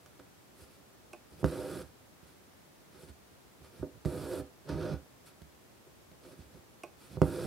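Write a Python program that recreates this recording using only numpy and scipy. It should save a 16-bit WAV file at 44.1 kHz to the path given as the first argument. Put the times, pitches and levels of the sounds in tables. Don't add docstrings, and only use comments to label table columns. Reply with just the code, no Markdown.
import sys
import numpy as np
from scipy import signal
from scipy.fft import rfft, irfft, next_fast_len
from scipy.io import wavfile
from scipy.ndimage import uniform_filter1d

SR = 44100
rng = np.random.default_rng(int(sys.argv[2]) if len(sys.argv) > 2 else 0)


def transcribe(u):
    v = np.clip(np.atleast_2d(u).T, -1, 1)
    q = np.round(v * 32767).astype(np.int16)
    wavfile.write(sys.argv[1], SR, q)


N = 328983

# start in seconds, strength in dB, crack in dB (before a 0.5 dB lift),
# contact time in milliseconds, tilt in dB per octave.
THUMPS = [(0.06, -57, -45, 0.74, 10.5), (.1940, -49, -53, 0.82, 0), (.1980, -41.5, -53, 0.68, 3),
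          (0.618, -67, -66, 0.82, -14.5), (1.321, -49, -75, 1.9, -4.5), (1.43, -24, -63, 1.36, -1),
          (1.4430, -13, -33, 0.77, -2.5), (1.4604, -42, -40, 1.05, 9), (2.229, -54.5, -72, 0.95, -7),
          (3.0328, -46, -61, 0.83, -3.5), (3.094, -54, -71, 1.6, -11), (3.616, -49, -70, 1.4, -2),
          (3.646, -58, -53, 1.1, 13.5), (3.8262, -42, -64, 0.94, 8.5), (3.8298, -24, -60, 1.78, 5.5),
          (4.05, -35.5, -41, 0.89, 4.5), (4.056, -21, -37, 1.8, -3.5), (4.691, -33, -42, 1.01, 7.5),
          (5.418, -54, -47, 0.33, -10.5), (5.869, -50.5, -70, 1.1, 7.5), (6.1149, -49.5, -54, 0.59, -3),
          (6.2505, -54, -59, .8, 6), (6.39, -52.5, -60, 0.73, -10), (6.548, -46, -70, 1.4, -3),
          (7.171, -30, -66, 1.17, 3.5), (7.174, -32, -70, 2.1, -3.5), (7.217, -9, -29.5, 0.94, -1)]


def undb(db):
    return 10 ** (np.asarray(db) / 20)


def unit(x):
    return x / np.sqrt(np.mean(x ** 2))


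def pan(x, db):
    return x * undb(np.array([[db], [-db]]) / 2)


def band(x, hz, width):
    return signal.lfilter(*signal.iirpeak(hz, hz / width, fs=SR), x)


def ring(x, hz, t60):
    decay = np.exp(-np.log(1000) / (max(t60, 0.002) * SR))
    turn = 2 * np.pi * hz / SR
    velocity = signal.lfilter([1, -decay * np.cos(turn)], [1, -2 * decay * np.cos(turn), decay ** 2], x)
    return band(velocity, hz, 2.37 * hz)


def slips(rate, spread_db):
    when, size, sign = rng.random((3, N))
    strength = undb(-spread_db * np.log(1 - size))
    return unit((when < rate / SR) * strength * np.sign(sign - 0.5))


def walk(rate):
    hold = int(SR / rate)
    steps = np.repeat(rng.standard_normal(N)[:N // hold + 1], hold)[:N]
    return 1.16 * uniform_filter1d(uniform_filter1d(steps, hold), hold)


def floor():
    # frequency in Hz, relative level per Hz in dB.
    noise_curve = [(15, -55), (25, -27), (52, -2), (149, -2), (223, -3.5), (256, -3), (384, -3.5),
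                   (416, -5), (1440, -13.5), (1700, -14.5), (2840, -18), (14400, -24), (16000, -25)]
    curve_hz, curve_db = np.transpose(noise_curve)
    size = next_fast_len(N)
    hz = np.maximum(np.fft.rfftfreq(size, 1 / SR), 1)
    colour = undb(np.interp(np.log(hz), np.log(curve_hz), curve_db))
    own = rfft(rng.standard_normal((2, N)), size)
    shared = rfft(rng.standard_normal(N), size) * 0.5 / (1 + hz / 1500)
    noise = irfft(colour * (own + shared), size)[:, :N]
    return pan(unit(noise) * undb(-58.5), -0.054)


def cloth(drag_db, middle_db, rasp_db, drag_tilt):
    # frequency in Hz, level in dB, time to fall 60 dB in seconds,
    # left minus right level in dB.
    drum_modes = [(71, 0.5, 0.088, -7), (118.3, -6.5, 0.055, -27.5), (150.8, 4, 0.1, -4),
                  (220, -4.5, 0.0067, -18.5), (281.7, 2, 0.093, -4.5), (323.2, -2.5, 0.11, 0.5),
                  (375.4, 3.5, 0.11, -5), (436, -43, 0.093, 9), (508, 0, 0.089, -0.5),
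                  (611, -7, 0.085, -7.5), (773, -20.5, 0.29, -2), (924, -14, 0.05, 5),
                  (1020, -40, 0.017, -13), (1237, -6.5, 0.025, 1.5), (1358, -2.5, 0.016, -3.5),
                  (1467, -11, 0.039, -6.5), (1634, -15, 0.068, -1), (1727, -21.5, 0.094, -6)]
    downward_rows = [4, 5, 9, 10, 14, 15, 16, 24]
    middle_hz, rasp_hz = 430, 850
    drag_coupling_db, middle_coupling_db, rasp_coupling_db, blow_coupling_db = -35, -24.5, -17, -11

    jerks = slips(3000, spread_db=2.0)
    scatter = rng.standard_normal((len(THUMPS), len(drum_modes)))
    out, dent = np.zeros((2, N)), np.zeros(N)
    pushes = []
    for row, (start, blow_db, _, contact_ms, _) in enumerate(THUMPS):
        push = np.hanning(int(np.clip(contact_ms, 0.05, 8) * SR / 1000) + 3)
        push = push * undb(blow_db) * (-1 if row in downward_rows else 1)
        pushes.append(push)
        i = int(start * SR)
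        dent[i:i + len(push)] += push

    for k, (hz, mode_db, t60, pan_db) in enumerate(drum_modes):
        octaves = np.log2(hz / 300)
        if hz <= middle_hz:
            rub_db = drag_db + drag_coupling_db + drag_tilt * octaves
        elif hz < rasp_hz:
            rub_db = middle_db + middle_coupling_db
        else:
            rub_db = rasp_db + rasp_coupling_db
        force = rng.permutation(jerks) * undb(rub_db)
        for (start, blow_db, _, _, tilt), push, place in zip(THUMPS, pushes, scatter):
            i = int(start * SR)
            kick_db = blow_db + blow_coupling_db + tilt * octaves + 1.5 * place[k]
            force[i:i + len(push)] += push / abs(push.sum()) * undb(kick_db)
        out += pan(undb(mode_db) * ring(force, hz, t60), pan_db)
    out += pan(band(dent, 1170, 2700), -6)
    return signal.sosfilt(signal.butter(4, 2000, fs=SR, output="sos"), out)


def cracks():
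    out = np.zeros(N)
    t = np.arange(int(0.02 * SR)) / SR
    for start, _, crack_db, *_ in THUMPS:
        i = int(start * SR)
        out[i:i + len(t)] += undb(crack_db + 0.5) * rng.standard_normal(len(t)) * np.exp(-t / 0.003)
    return pan(band(out, 1800, 3400), -2.3)


def room(x):
    t60 = 0.2
    t = np.arange(int(0.25 * SR)) / SR
    echoes = rng.standard_normal(len(t)) + 0.25 * rng.standard_normal((2, len(t)))
    echoes *= np.exp(-np.log(1000) * t / t60) * np.clip(t / 0.0089, 0, 1)
    echoes = band(echoes, 670, 4300)
    echoes /= np.sqrt(np.sum(echoes ** 2, axis=1)[:, None])
    return x + undb(-14) * signal.fftconvolve(x, echoes, axes=1)[:, :N]


def drags():
    # loudest moment in seconds, swell in seconds,
    # fade in seconds, drag in dB, tilt in dB per octave, hiss in dB, air (upper hiss) over the hiss in dB.
    brush_rows = [(0.616, 0.066, 0.063, -55, 3.5, -66, 1.5), (0.75, 0.14, 0.045, -68, 4, -72, -0.5),
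                  (1.335, 0.044, .04, -53, -2, -71, -1), (1.415, 0.067, 0.026, -47.5, 0.5, -65, -0.5),
                  (2.244, 0.027, .03, -65, -5, -70, -7), (2.28, 0.027, 0.08, -72, 3, -71, -1),
                  (2.96, 0.057, 0.087, -55.5, 0, -67, -5), (3.026, 0.09, .06, -57, 11, -65, -0.5),
                  (3.093, .035, 0.021, -53, -5, -65.5, -2), (3.61, 0.023, .05, -61.5, -7.5, -80, -3),
                  (3.646, 0.02, 0.054, -59, 7, -66, -3), (3.78, 0.1, 0.069, -52.5, 3, -68.5, -3),
                  (3.811, 0.035, 0.013, -48.5, -9.5, -76, -7), (3.955, 0.092, 0.033, -56.5, -4, -94, -0.5),
                  (5.272, 0.022, 0.048, -65, 1, -63, 1), (6.258, 0.052, 0.12, -51.5, 4, -67.5, -0.5),
                  (6.324, 0.052, 0.031, -52, 2, -66.5, -1.5), (6.39, 0.022, 0.11, -58.5, -5, -70, -3),
                  (6.56, 0.086, .06, -55.5, -0.5, -71, -7), (7.034, 0.073, 0.11, -62, -3, -65, -0.5),
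                  (7.136, 0.063, .04, -48.5, -3, -63.5, -3.5), (7.165, 0.054, 0.016, -46.5, -6, -65, -8)]
    # time in seconds,
    # drag on the cloth in dB, sliding hiss in dB, tilt of the drum in dB per octave.
    pull_curves = [
        [(1.45, -46, -59, 0), (1.503, -37, -58, 3.5), (1.569, -35, -57, 4), (1.677, -39, -58.5, 4),
         (1.735, -38, -56.5, 1), (1.813, -44, -59.5, 2), (1.845, -55, -74, -5), (1.89, -75, -78, -5)],
        [(4.057, -39, -61, 2), (4.14, -37, -60, 2), (4.262, -35.5, -58.5, 3), (4.29, -39, -59, 7),
         (4.335, -31.5, -55.5, 8), (4.365, -36, -57.5, 4), (4.4, -33.5, -57.5, -2), (4.434, -52, -79, 3),
         (4.474, -65, -75, -1.5)],
        [(4.64, -67, -76, -3), (4.66, -47, -77, 4), (4.696, -32, -54, -0.5), (4.762, -34, -62, -1.5),
         (4.822, -34, -55.5, 0.5), (4.938, -31, -59.5, -1.5), (4.974, -59, -73, 1), (5.018, -65, -88, -4)],
        [(7.227, -43, -63, 2), (7.278, -36.5, -58.5, -2.5), (7.338, -36.5, -57, 3), (7.37, -33, -56.5, 6.5),
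         (7.442, -33.5, -55, -0.5), (7.47, -25, -58, -1.5)],
    ]
    # middle modes over the drag in dB,
    # rasp (high modes) over the hiss in dB, air over the hiss in dB.
    pull_colours = [(-8.5, 4.5, 0.5), (-9.5, 3.5, 1), (-10.5, 5.5, -9), (-11.5, 3.5, 1)]
    catch_s, let_go_s = 0.005, 0.012
    flank_db = 20.5
    brush_middle_db, brush_rasp_db = -9, -1
    middle_octaves = 0.47

    t = np.arange(N) / SR
    contacts = []
    for curve, (middle_db, rasp_db, air_db) in zip(pull_curves, pull_colours):
        times, drag_db, hiss_db, slope = np.transpose(curve)
        outside = np.maximum((times[0] - t) / catch_s, (t - times[-1]) / let_go_s)
        off_db = -60 * np.clip(outside, 0, 2)
        drag_now = np.interp(t, times, drag_db) + off_db
        hiss_now = np.interp(t, times, hiss_db) + off_db
        contacts.append((drag_now, hiss_now, np.interp(t, times, slope), middle_db, rasp_db, air_db))
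    for peak, swell, fade, drag_db, slope, hiss_db, air_db in brush_rows:
        off_db = -flank_db * np.maximum((peak - t) / swell, (t - peak) / fade) ** 2
        contacts.append((drag_db + off_db, hiss_db + off_db, slope, brush_middle_db, brush_rasp_db, air_db))

    levels, tilt = np.full((5, N), -110.0), np.zeros(N)
    for drag_db, hiss_db, slope, middle_db, rasp_db, air_db in contacts:
        tilt = np.where(drag_db > levels[0], slope, tilt)
        middle_now = drag_db + middle_db + middle_octaves * slope
        levels = np.maximum(levels, [drag_db, middle_now, hiss_db + rasp_db, hiss_db, hiss_db + air_db])
    flutter = [0.65 * walk(22) for _ in levels]
    return (*(levels + flutter), tilt)


def fibres(hiss_db, air_db):
    # frequency in Hz, width in Hz, level in dB.
    hiss_modes = [(1940, 220, -0.5), (2346, 130, 3.5), (2535, 105, 3), (2810, 260, -1), (3133, 105, 1.5),
                  (3430, 125, 4), (3735, 140, 0.5), (4006, 140, 2.5), (4370, 165, 4), (4700, 200, -1),
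                  (4920, 100, 5), (5310, 125, 4), (5800, 260, -1.5), (6380, 260, -4.5)]
    # frequency in Hz, width in Hz, level in dB.
    air_modes = [(7500, 1150, -10), (8430, 540, -6.5), (9330, 590, -6), (10500, 770, -6.5),
                 (12100, 1600, -12), (13500, 820, -14), (14700, 1500, -18.5)]
    out = np.zeros((2, N))
    for modes, level_db, pan_db in ((hiss_modes, hiss_db, -1.8), (air_modes, air_db, -0.3)):
        mid = slips(9000, spread_db=2.5)
        side = slips(9000, spread_db=2.5)
        both = mid + 0.3 * side * np.array([[1], [-1]])
        hiss = np.zeros((2, N))
        for k, (hz, width, mode_db) in enumerate(modes):
            resonance = band(band(both, hz, width), hz, 3 * width)
            hiss += (-1) ** k * undb(mode_db) * resonance
        out += pan(unit(hiss), pan_db) * undb(level_db)
    return out


def needle():
    # start in seconds, level in dB,
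    # tilt in dB per octave.
    tick_rows = [(1.132, -52, 1), (6.8346, -48, 0.5)]
    # frequency in Hz, level in dB, time to fall 60 dB in seconds.
    needle_modes = [(347, 5.5, 0.028), (480, 0, 0.045), (600, 2, 0.044), (703, 6.5, 0.045),
                    (840, -6.5, 0.039), (1050, -2.5, 0.045), (1540, -12, 0.047), (2200, -6.5, 0.021),
                    (2466, -0.5, 0.035), (2680, 0.5, 0.016), (5650, -1.5, 0.0037), (8900, -5.5, 0.0067)]
    patch_hz = 1600
    patch_late = int(0.00208 * SR)
    out = np.zeros(N)
    t = np.arange(int(0.15 * SR)) / SR
    for start, tick_db, tilt in tick_rows:
        crackle = rng.standard_normal(len(t)) * np.exp(-t / 0.0043)
        force = undb(-28.5) * rng.standard_normal(len(t)) * np.exp(-t / 0.014)
        force[[0, int(0.0035 * SR), int(0.012 * SR)]] += undb([5, 0.1, -14])
        tick = band(crackle, 6000, 9900)
        for k, (hz, mode_db, t60) in enumerate(needle_modes):
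            felt = np.roll(force, patch_late) if hz < patch_hz else force
            gain = undb(mode_db + tilt * np.log2(hz / 700))
            tick += (-1) ** k * gain * ring(felt, hz, t60)
        i = int(start * SR)
        out[i:i + len(t)] += undb(tick_db) * tick
    return pan(out, -4.4)


def scene():
    drag_db, middle_db, rasp_db, hiss_db, air_db, tilt = drags()
    drum = cloth(drag_db, middle_db, rasp_db, tilt)
    return room(drum + cracks() + fibres(hiss_db, air_db) + needle()) + floor()


def record(dry):
    dry = signal.sosfilt(signal.butter(5, 54, "high", fs=SR, output="sos"), dry)
    return signal.sosfilt(signal.ellip(10, 0.2, 80, 15750, fs=SR, output="sos"), dry)


dry = scene()
out = record(dry)
transcribe(out)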